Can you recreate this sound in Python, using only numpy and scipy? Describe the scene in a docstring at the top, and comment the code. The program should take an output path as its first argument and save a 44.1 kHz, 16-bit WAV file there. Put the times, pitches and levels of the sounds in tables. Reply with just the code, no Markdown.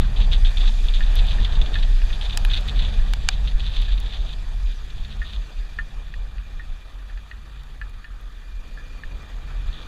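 """A wet street at night, heard from a cased camera on the helmet of a scooter rider who slows down.
Wind is an uneven slow swing over a lumpy roar of noise; tyres and rain hiss as noise in drifting patches.
The rain gear rustles as many tiny noise slips, the bodywork hums and booms, and insects chirr faintly.
Drops tick and ring on the plastic case as dying sines, and hard ones crack with a burst of noise.
A belt drive whines as narrow noise, and near the end the engine picks up as a stack of harmonics."""
import sys
import numpy as np
from scipy import signal
from scipy.fft import rfft, irfft, next_fast_len
from scipy.io import wavfile
from scipy.ndimage import uniform_filter1d

SR = 44100
rng = np.random.default_rng(int(sys.argv[2]) if len(sys.argv) > 2 else 0)


def persist_wave(psi):
    """Save psi, clipped to +-1, as 16-bit WAV."""
    counts = np.round(np.clip(psi, -1, 1) * 32767).astype(np.int16)
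    wavfile.write(sys.argv[1], SR, np.atleast_2d(counts).T)


def magnitude_from_level(level_db):
    """Linear magnitude for a level in decibels (20 dB per decade)."""
    exponent = np.asarray(level_db, float) / 20
    return 10 ** exponent


N = 435266  # length in samples

# riding speed: start_s, share of full speed (0-1)
SPEED = [(0, 0.94), (3.2, 0.93), (4.5, 0.74), (6.2, 0.58), (6.9, 0.32), (8.6, 0), (9.87, 0.36)]
# airflow round the helmet: start_s, buffeting_db (swells are set apart from it), roar_db
AIRFLOW = [(0, -19.5, -17.5), (.7, -11, -27.5), (1.6, -18, -22), (2.0, -14.5, -28.5), (2.75, -16.5, -23),
           (3.4, -20.5, -26.5), (4.0, -23, -28.5), (4.7, -23, -34.5), (5.0, -26.5, -30.5),
           (5.55, -26.5, -35), (6.2, -32.5, -34), (7.1, -33.5, -39), (8.2, -37, -39), (8.8, -32, -39),
           (9.3, -31.5, -38), (9.65, -29.5, -33.5), (9.87, -28, -38.5)]


def evened(x):
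    """Scales a sound to rms 1."""
    return x / np.sqrt(np.mean(x ** 2) + 1e-20)


def columns(rows, t):
    """Reads every column of a time curve at the times t."""
    s, *values = np.transpose(rows)
    return [np.interp(t, s, v) for v in values]


def colour_db(points, peaks, hz):
    """A spectrum in dB, read on a log pitch axis, with resonance humps on top."""
    f, db = np.transpose(points)
    humps = sum(p / (1 + (2 * (hz - c) / w) ** 2) for c, w, p in peaks)
    return np.interp(np.log(hz + 1), np.log(f + 1), db) + humps


def add(mix, s, sound):
    """Mixes a sound in at s seconds."""
    part = mix[round(s * SR):][:len(sound)]
    part += sound[:len(part)]


def resonate(x, hz, width):
    """One resonance with a gain of about 1 at its pitch."""
    pole = np.exp((2j * np.pi * hz - np.pi * width) / SR)
    return 2 * signal.lfilter([1 - abs(pole)], [1, -pole], x).real


def narrow_noise(source, hz, width):
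    """Noise of rms 1 passed twice through the same resonance."""
    return evened(resonate(resonate(source, hz, width), hz, width))


def drift(per_s):
    """Slow random wander of rms 1; a higher per_s wanders faster."""
    size = int(SR / per_s)
    return evened(uniform_filter1d(uniform_filter1d(rng.standard_normal(N), size), size))


def coloured(db_of_hz):
    """Steady noise of rms 1 with the given spectrum."""
    size = next_fast_len(N)
    spectrum = rfft(rng.standard_normal(size))
    return evened(irfft(spectrum * magnitude_from_level(db_of_hz(np.fft.rfftfreq(size, 1 / SR))), size)[:N])


def ring(modes, t, turns, scale=1):
    """Sum of dying sines: each mode falls 60 dB in its own t60."""
    return sum(magnitude_from_level(db - 60 * t / t60) * np.sin(2 * np.pi * (hz * scale * t + p))
               for (hz, db, t60), p in zip(modes, turns))


def flap(length):
    """Loudness shape of one flap of cloth: a quick start and a slacker end."""
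    u = np.arange(0, 1.8 * max(length, .004), 1 / SR)
    return np.minimum(u / 0.0039, 1) * np.exp(-(u / length) ** 1.86)


def wind_swing():
    """Shed eddies push the air to and fro: a slow uneven sine that swells unevenly."""
    # swells of the low wind noise: centre_s, level_db (before low-pass and flicker), fall_s (to 19.3 dB down)
    swells = [(0.105, -20, 0.15), (0.31, -15, 0.26), (0.444, -12.5, 0.044), (0.676, -17.5, 0.27),
              (0.855, -18.5, 0.098), (0.984, -16.5, 0.079), (1.083, -13.5, 0.036), (1.168, -14.5, 0.086),
              (1.265, -20, 0.07), (1.4, -18.5, 0.27), (1.594, -9.5, 0.038), (1.823, -10.5, 0.06),
              (1.928, -13, 0.12), (2.07, -32, 0.078), (2.462, -12.5, 0.049), (2.795, -13, 0.053),
              (2.997, -10, 0.052), (3.113, -16, 0.031), (3.343, -14.5, 0.042), (3.447, -13.5, 0.054),
              (3.551, -10.5, 0.031), (3.804, -12.5, 0.056), (3.929, -15, 0.075), (4.212, -17, 0.039),
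              (4.384, -23, 0.053), (4.504, -23, 0.059), (4.67, -21.5, 0.11), (4.901, -24, 0.043),
              (5.017, -21.5, 0.026), (5.21, -18.5, 0.028), (5.376, -18.5, 0.045), (5.602, -24.5, 0.067),
              (5.814, -23.5, .03), (5.977, -27, 0.052), (6.177, -26, 0.13), (6.39, -24.5, 0.029),
              (6.571, -25, 0.037), (6.725, -27, 0.071), (6.99, -32.5, 0.12), (7.154, -26.5, 0.041),
              (7.34, -29.5, 0.03), (7.537, -34, 0.16), (7.71, -35, 0.05), (7.824, -31, 0.064),
              (7.959, -34, 0.1), (8.14, -34, 0.04), (8.257, -33, .05), (8.37, -32, .05),
              (8.561, -32, 0.081), (8.734, -31, 0.042), (8.922, -34.5, 0.11), (9.07, -24, 0.022),
              (9.151, -27, 0.045), (9.378, -26, 0.058), (9.575, -24.5, 0.079), (9.683, -20, 0.03)]
    # swing of the eddies: start_s, rate_hz, unevenness (share of the rate)
    eddies = [(0, 30.59, 0.073), (.95, 30.58, 0.083), (1.2, 33.14, 0.21), (1.9, 31.01, 0.12),
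              (3.0, 32.94, 0.18), (3.6, 40.69, 0.19), (4.4, 33.03, .2), (5.3, 41.9, 0.19),
              (6.1, 32.8, 0.196), (7.35, 45.16, .2), (8.4, 37.96, 0.18), (8.7, 31.5, 0.19),
              (9.87, 35.9, 0.15)]
    between_db, lumps_db, lumps_per_s = -7., 4.5, 48  # between swells: against the airflow; random lumps
    swell_rise = 0.97  # rise time as a share of the fall time
    t = np.arange(N) / SR
    flow_db = columns(AIRFLOW, t)[0]
    hz, uneven = columns(eddies, t)
    turns = np.cumsum(hz * (1 + uneven * drift(53.9))) / SR
    power = magnitude_from_level(flow_db + between_db + lumps_db * drift(lumps_per_s)) ** 2
    for s, db, fall_s in swells:
        u = np.arange(-2 * fall_s, 2 * fall_s, 1 / SR)
        u = u[max(0, round((2 * fall_s - s) * SR)):]  # nothing before time 0
        side_s = np.where(u < 0, swell_rise * fall_s, fall_s)
        add(power, s + u[0], magnitude_from_level(db - 19.3 * (u / side_s) ** 2) ** 2)
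    swing = np.sqrt(2 * power) * np.sin(2 * np.pi * turns) * magnitude_from_level(1.6 * drift(60.0))
    # a low-pass keeps the swing below about 57 Hz
    return signal.sosfiltfilt(signal.butter(6, 57, fs=SR, output="sos"), swing)


def wind_roar():
    """Rough air makes a lumpy low noise, with resonances of the body in it."""
    # spectrum of the roar before the bass cut below: pitch_hz, level_db (relative, per Hz)
    roar_spectrum = [(7.1, -55), (12, 12), (27, 0.5), (43, 8.5), (51, -1), (107, -28), (140, -26.5),
                     (172, -35), (209, -31), (243, -47), (330, -50.5), (430, -85), (730, -120)]
    # body resonances: pitch_hz, width_hz, boost_db
    frame_humps = [(83.3, 18, 5), (141.6, 48, 4)]
    roar_db = columns(AIRFLOW, np.arange(N) / SR)[1]
    # the last term turns down the part below about 63 Hz
    roar = coloured(lambda f: colour_db(roar_spectrum, frame_humps, f) - 12.53 / (1 + (f / 63.4) ** 8))
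    return roar * magnitude_from_level(roar_db + 1.2 * drift(23.0))


def panel_hum():
    """Panels hum as narrow noise that grows steeply with speed."""
    # panels: pitch_hz, width_hz, level_db (at full speed)
    panels = [(207, 7.2, -54), (429.8, 10, -60.5)]
    speed = np.clip(columns(SPEED, np.arange(N) / SR)[0], 0, 1)
    hum = sum(magnitude_from_level(db) * narrow_noise(rng.standard_normal(N), hz, w) for hz, w, db in panels)
    return hum * speed ** 2.8


def wash():
    """Spray and rain hiss as noise in drifting patches; low and high parts follow their own levels."""
    # spectrum of the hiss: pitch_hz, level_db (relative, per Hz)
    wash_spectrum = [(130, -47), (220, 0), (343, -5), (688, -6.5), (1070, -8), (1240, -3), (1400, -6),
                     (1740, -2), (2190, -6.5), (2440, -5), (2910, -9.5), (3610, -9), (5240, -20.5),
                     (13700, -30.5), (15500, -46)]
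    # resonances of the camera case: pitch_hz, width_hz, boost_db
    case_humps = [(1186, 240, 3.5), (1890, 470, 1.5), (2120, 220, -7), (2422, 120, 5), (3420, 150, 5),
                  (4650, 590, 7.5), (6620, 2450, 7.5), (10460, 520, 5)]
    # change of the hiss at full speed, more near 750 Hz, less at 1270 Hz and in the top treble:
    # pitch_hz, width_hz, boost_db
    speed_humps = [(747, 550, 7), (1270, 160, -6), (314, 140, 1), (14500, 8300, -4.5)]
    # course of the low part: start_s, level_db (relative; the whole is levelled at the end)
    spray = [(0, -45.5), (.58, -48), (.64, -43), (.77, -53), (.84, -48), (1.4, -44.5), (1.75, -45.5),
             (1.97, -50), (2.23, -47), (2.75, -45.5), (3.16, -50), (3.98, -50), (4.78, -54.5),
             (5.36, -52.5), (5.55, -54.5), (7.1, -55.5), (8.4, -56.5), (9.2, -52), (9.75, -50),
             (9.87, -49.5)]
    treble_db, treble_follows = -36., .68  # treble = treble_db + this share of the airflow dB
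    hop, block = 128, 512  # samples
    frames, hz = N // hop + 5, np.fft.rfftfreq(block, 1 / SR)
    a, b, patches = rng.standard_normal((frames, len(hz), 3)).T
    # smooth the patches over 14 frames of time and 6 steps of pitch
    patches = evened(uniform_filter1d(uniform_filter1d(patches, size=14, axis=1), size=6, axis=0))
    flicker = evened(uniform_filter1d(rng.standard_normal(frames), size=4))
    t = np.arange(frames) * hop / SR
    low_db = columns(spray, t)[0]
    high_db = treble_db + treble_follows * columns(AIRFLOW, t)[0]
    # blend from the low level at 1400 Hz to the high one 3.7 times higher
    share = np.clip(np.log(hz / 1400.0 + 1e-3) / np.log(3.7), 0, 1)[:, None]
    field_db = (1 - share) * low_db + share * high_db + 1.94 * patches + 0.9 * flicker
    field_db += colour_db([(1, 0)], speed_humps, hz)[:, None] * columns(SPEED, t)[0]
    field = (a + 1j * b) * magnitude_from_level(field_db + 55)  # 55 only keeps the numbers handy
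    fine = evened(signal.istft(field, nperseg=block, noverlap=block - hop)[1][:N])
    shape = magnitude_from_level(colour_db(wash_spectrum, case_humps, np.fft.rfftfreq(N, 1 / SR)))
    return magnitude_from_level(-45.5) * evened(irfft(rfft(fine) * shape, N))


def rain_gear():
    """Wet fabric slips in dense uneven ticks that swell in flaps and strokes, coloured by the cloth."""
    # steady rubbing: start_s, level_db (before a small random wander)
    rubbing = [(.1, -55), (.7, -48.5), (1.65, -45.5), (1.95, -50.5), (3.2, -48.5), (3.45, -50), (4.3, -52),
               (4.34, -60), (5.1, -52), (5.6, -57.5), (8.1, -63.5), (9.5, -60.5), (9.87, -50.5)]
    # flaps: start_s, level_db, length_s
    flaps = [(0.16, -36, 0.036), (0.201, -35, 0.042), (0.314, -30.5, 0.016), (.325, -27.5, 0.028),
             (0.446, -31.5, 0.037), (0.57, -30.5, 0.017), (0.602, -35, 0.042), (0.654, -37.5, .025),
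             (0.674, -32.5, 0.015), (0.883, -27.5, 0.0074), (0.936, -33, 0.039), (1.024, -35, 0.018),
             (1.159, -32.5, 0.028), (1.1865, -32, 0.024), (1.305, -32, 0.03), (1.446, -31.5, 0.015),
             (1.523, -34, 0.013), (1.551, -35, 0.016), (1.613, -28.5, 0.0084), (1.659, -33, 0.0072),
             (1.732, -35, 0.041), (1.825, -33, 0.018), (2.126, -39.5, 0.033), (2.21, -35.5, 0.044),
             (2.248, -37, 0.019), (2.294, -30.5, 0.016), (2.323, -36, 0.022), (2.496, -32.5, 0.05),
             (2.534, -29, 0.037), (2.568, -28.5, 0.016), (2.682, -31.5, 0.018), (2.758, -39.5, 0.056),
             (2.789, -32.5, 0.017), (2.819, -36, 0.045), (3.473, -31, 0.016), (3.917, -43, .012),
             (3.976, -37.5, .012), (4.058, -42, .015), (4.1324, -40.5, 0.018), (4.2604, -42, 0.0098),
             (4.327, -39, .012), (4.898, -46, .014), (4.9776, -49, .01), (5.047, -37, 0.0063),
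             (5.292, -43, .006)]
    # resonances of the cloth: pitch_hz, width_hz (before widening by half), level_db (relative)
    cloth = [(1700, 970, 2), (2512, 30, 12), (3600, 310, 17), (4730, 220, 3.5), (6060, 88, 3.5)]
    # long strokes of sleeve on jacket: start_s, length_s, level_db (before uneven grip)
    strokes = [(0, 0.065, -40.5), (0.85, .04, -48), (1.06, 0.03, -44), (1.243, 0.065, -47),
               (1.396, 0.064, -45), (1.77, 0.049, -45), (1.89, 0.046, -54), (2.844, 0.17, -52),
               (3.271, 0.085, -44.5), (3.594, 0.19, -42), (3.759, 0.11, -37.5), (3.862, 0.09, -46.5),
               (4, 0.16, -47.5), (4.154, 0.19, -48.5), (4.658, .08, -57), (5.103, .03, -51),
               (7.5, 0.14, -64), (5.244, 0.13, -48), (9.72, .11, -54.5)]
    stroke_edge_s = 0.0076
    snap_s, snap_db = 0.0028, 9  # delay after the start of a flap; size on the scale of the slips
    small_per_s, small_s, small_db = 3.4, 0.011, -2  # rate at full speed; dB against the rubbing
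    t = np.arange(N) / SR
    sizes = magnitude_from_level(2.8 * np.minimum(rng.exponential(1, N), 3.))
    slips = sizes * (rng.random(N) < 3500 / SR) * rng.standard_normal(N)  # about 3500 a second
    slips[[round((s + snap_s) * SR) for s, *_ in flaps]] = magnitude_from_level(snap_db)  # each flap starts with a snap
    # neighbouring resonances have opposite signs
    body = sum((-1) ** k * magnitude_from_level(db) * resonate(slips, hz, 1.5 * w) for k, (hz, w, db) in enumerate(cloth))
    body = evened(resonate(resonate(body, 2930.0, 1250.0), 1800.0, 4800.0))
    level = magnitude_from_level(columns(rubbing, t)[0] + 1.5 * drift(60.))
    chance = small_per_s / SR * columns(SPEED, t)[0] ** 2
    small = (rng.random(N) < chance) * rng.exponential(1, N)
    level = level * (1 + magnitude_from_level(small_db) * signal.oaconvolve(small, flap(small_s))[:N])
    grip = magnitude_from_level(3.0 * drift(48.0))
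    for s, length, db in strokes:
        u = np.arange(0, length, 1 / SR)
        edges = np.clip(np.minimum(u, length - u) / stroke_edge_s, 0, 1)
        add(level, s, magnitude_from_level(db) * edges * np.resize(grip[round(s * SR):], len(u)))
    for s, db, length in flaps:
        add(level, s, magnitude_from_level(db) * flap(length))
    return body * level


def belt_drive():
    """The belt drive whines faintly: noise squeezed into a narrow band at one pitch."""
    # whine: start_s, level_db
    whine = [(0, -82), (6, -64.5), (8.3, -76), (8.46, -63), (8.74, -68), (8.79, -57), (9.05, -59),
             (9.15, -69), (9.235, -52), (9.28, -72), (9.5, -63), (9.87, -62)]
    tone = narrow_noise(rng.standard_normal(N), 2405, 40)  # pitch and width in Hz
    return tone * magnitude_from_level(columns(whine, np.arange(N) / SR)[0])


def insects():
    """Two neighbours chirr in short uneven throbs: a broad scrape near 6.6 kHz and a narrow overtone."""
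    # insects: start_s, level_db (of each overtone; the scrape is 9 dB stronger)
    chirr = [(0, -91), (4.3, -91), (4.6, -87), (8.4, -90), (8.6, -84), (9.87, -84)]
    t, out = np.arange(N) / SR, np.zeros(N)
    for hz, per_s in ((13150., 24.0), (13420., 22.)):  # overtone pitch, throbs a second
        turns = np.cumsum(per_s * (1 + .45 * drift(8.))) / SR
        throb = np.clip(np.sin(2 * np.pi * turns) - .2, .12, 1)
        noise = rng.standard_normal(N)
        overtone = narrow_noise(noise, hz, 200.)
        scrape = narrow_noise(noise, hz / 2, 900.)
        out += evened(throb) * (overtone + magnitude_from_level(9.0) * scrape)
    return out * magnitude_from_level(columns(chirr, t)[0])


def booms():
    """The bodywork booms: low sine notes swell and fade, wavering a little in pitch and level."""
    # booms: centre_s, length_s, pitch_hz (before wavering), level_db (rms at the height, before wavering)
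    notes = [(.24, .12, 207, -44), (.69, .12, 207, -46), (1.25, .25, 207, -50.5), (2.1, .15, 205, -49.5),
             (2.9, .25, 207, -44.5), (5.102, .3, 208, -51.5), (4.3, .3, 138, -49), (6.098, .5, 81.8, -48),
             (7.62, .55, 134.8, -51.5), (8.8, .25, 139.9, -54), (9.55, .4, 131.9, -47)]
    out, waver, waver_db = np.zeros(N), 1 + 0.013 * drift(15.0), 2. * drift(18.)
    for (s, length, hz, db), turn in zip(notes, rng.random(len(notes))):
        first = max(round((s - length / 2) * SR), 0)
        bend = waver[first:first + round(length * SR)]
        swell = np.sqrt(2 * np.hanning(len(bend)))
        add(out, first / SR, magnitude_from_level(db) * swell * np.sin(2 * np.pi * (np.cumsum(hz * bend) / SR + turn)))
    return out * magnitude_from_level(waver_db)


def drips():
    """Each drop starts the same shell modes, pitched by where it lands, under a short bright tick."""
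    # drops: time_s, level_db, pitch_hz (main ring), t60_s (time to fall 60 dB), tick_db
    drops = [(1.008, -29, 1774, 0.1, -29), (1.3863, -31.5, 1760, 0.058, -36),
             (1.757, -24.5, 1750, 0.073, -29), (2.0195, -33, 1816, 0.023, -32),
             (2.1042, -32, 1820, 0.044, -33), (3.883, -41.5, 1700, 0.17, -40),
             (5.219, -30.5, 1807, 0.12, -40), (5.7897, -20, 1770, 0.078, -34.5),
             (6.1414, -30, 1818, 0.028, -38.5), (6.3838, -38, 1840, 0.022, -38.5),
             (6.5982, -34, 1824, 0.091, -67), (7.1003, -42, 1770, 0.049, -47),
             (7.1763, -42, 1740, 0.064, -42.5), (7.3147, -32.5, 1860, 0.051, -36.5),
             (7.816, -28, 1710, 0.07, -36.5), (8.045, -36.5, 1765, 0.1, -37.5),
             (8.776, -40, 1708, 0.14, -62), (9.0374, -28.5, 1754, 0.037, -40)]
    # modes of the shell: pitch ratio, level_db (relative), share of the drop's t60
    shell_modes = [(.69, -12.5, 0.56), (.8, -9.5, 0.84), (0.967, 0, 0.68), (1.019, 1.4, 0.93),
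                   (1.14, -15.5, 0.99)]
    # modes of the tick: pitch_hz, level_db (relative), t60_s
    tick_modes = [(2510, -3, 0.041), (2834, -2.5, 0.031), (3280, -6, 0.018), (3970, -6, 0.012),
                  (4510, -3.5, .014)]
    out, t = np.zeros(N), np.arange(6000) / SR
    phases = rng.random((len(drops), len(shell_modes) + len(tick_modes)))
    for (s, db, hz, t60, tick_db), turns in zip(drops, phases):
        modes = [(ratio, d, t60 * share) for ratio, d, share in shell_modes]
        shell = magnitude_from_level(db) * ring(modes, t, .2 * turns, scale=hz)
        tick = magnitude_from_level(tick_db) * ring(tick_modes, t, turns[::-1])
        add(out, s - .002, (shell + tick) * (1 - np.exp(-t / 0.00083)))  # softened start, 2 ms early
    return out


def cracks():
    """Hard drops start all modes of the case at once, under a burst of noise; the treble dies first."""
    # hard drops: start_s, low_db, middle_db, top_db (levels of the three groups of modes)
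    hard_drops = [(1.1557, -41, -39, -30.5), (1.269, -89, -44, -43), (2.374, -17, -19, -21),
                  (2.4497, -16.5, -38, -29), (2.609, -44, -44, -42), (2.6792, -31, -43, -45),
                  (3.136, -19, -28.5, -31.5), (3.2882, -7.5, -12.5, -29), (3.8177, -53, -45, -41),
                  (4.0019, -73, -42, -35), (4.719, -58, -50, -60), (5.0828, -60, -53, -59),
                  (7.635, -65, -53, -52), (7.896, -55, -58, -49), (8.2112, -70, -60, -52)]
    # low, middle and top modes of the case: pitch_hz (before the shift), level_db (relative), t60_s
    lid_modes = [
        [(805, -17, 0.037), (1720, -2, 0.0098), (2504, -7.5, 0.021), (3040, -2, 0.01), (3950, -6, 0.014)],
        [(4710, 0.5, 0.013), (5500, -1, 0.0097), (6560, -3, 0.0099), (7500, 3.5, 0.0051)],
        [(10350, 2, 0.0037), (11600, 1, 0.0026), (13900, -13, .005)],
    ]
    burst_db, burst_s, burst_hz = -3, 0.00096, 10000.  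# against top_db; decay time; lower edge
    out, t = np.zeros(N), np.arange(2000) / SR
    high_pass = signal.butter(2, burst_hz, "high", fs=SR, output="sos")
    for (s, *levels_db), (shift, *turns) in zip(hard_drops, rng.random((len(hard_drops), 6))):
        scale = 1 + 0.18 * (shift - .5)  # a random shift of pitch for each crack
        blow = sum(magnitude_from_level(db) * ring(modes, t, turns, scale) for db, modes in zip(levels_db, lid_modes))
        # a very short burst of high noise at the start of the crack
        burst = signal.sosfilt(high_pass, rng.standard_normal(len(t)))
        blow = blow + magnitude_from_level(levels_db[-1] + burst_db) * burst * np.exp(-t / burst_s)
        add(out, s, blow * (1 - np.exp(-t / 0.000068)))
    return out


def engine():
    """One cylinder firing slowly as it pulls away: a stack of harmonics shaped by the exhaust."""
    # firing: start_s, rate_hz (before a slight wander)
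    firing = [(8.4, 21.0), (8.7, 22.8), (8.9, 24.2), (9.0, 24.55), (9.3, 25.0), (9.5, 25.3), (9.7, 26.4),
              (9.87, 27.0)]
    # spectrum of the exhaust: pitch_hz, level_db (relative)
    exhaust = [(60, -16.5), (140, 1.5), (210, 0.5), (300, -1.5), (350, -18), (430, -5), (510, -3),
               (620, -18), (800, -10), (1300, -32)]
    # loudness: start_s, level_db
    throttle = [(8.4, -66), (8.8, -55), (9.15, -52.5), (9.5, -58), (9.87, -50)]
    t = np.arange(firing[0][0], N / SR, 1 / SR)
    hz = columns(firing, t)[0]
    turns = np.cumsum(hz * (1 + .003 * drift(15.)[:len(t)])) / SR
    stack = np.zeros(len(t))
    for k in range(3, 50):
        level_db = colour_db(exhaust, [], k * hz[::64]).repeat(64)[:len(t)]  # read every 64 samples
        # each harmonic starts at a random phase
        stack += magnitude_from_level(level_db) * np.cos(2 * np.pi * (k * turns + rng.random()))
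    out = np.zeros(N)
    add(out, t[0], evened(stack) * magnitude_from_level(columns(throttle, t)[0]))
    return out


def scene():
    """Everything reaches one microphone."""
    air = wind_swing() + wind_roar() + wash()
    scooter = panel_hum() + belt_drive() + booms() + engine()
    return (air + scooter + rain_gear() + insects() + drips() + cracks())[None]


def top_cut(x):
    """Nothing passes above the cut-off."""
    return signal.sosfilt(signal.butter(12, 15690, fs=SR, output="sos"), x)


def record(dry):
    """The microphone adds its own steady hiss, a coloured noise."""
    # hiss: pitch_hz, level_db (relative, per Hz)
    self_noise = [(6000, -15), (10000, -5), (12500, -10), (15000, -8), (15700, -30)]
    hiss = magnitude_from_level(-74.5) * coloured(lambda f: colour_db(self_noise, [], f))
    return top_cut(dry + hiss)


dry = scene()
out = record(dry)
persist_wave(out)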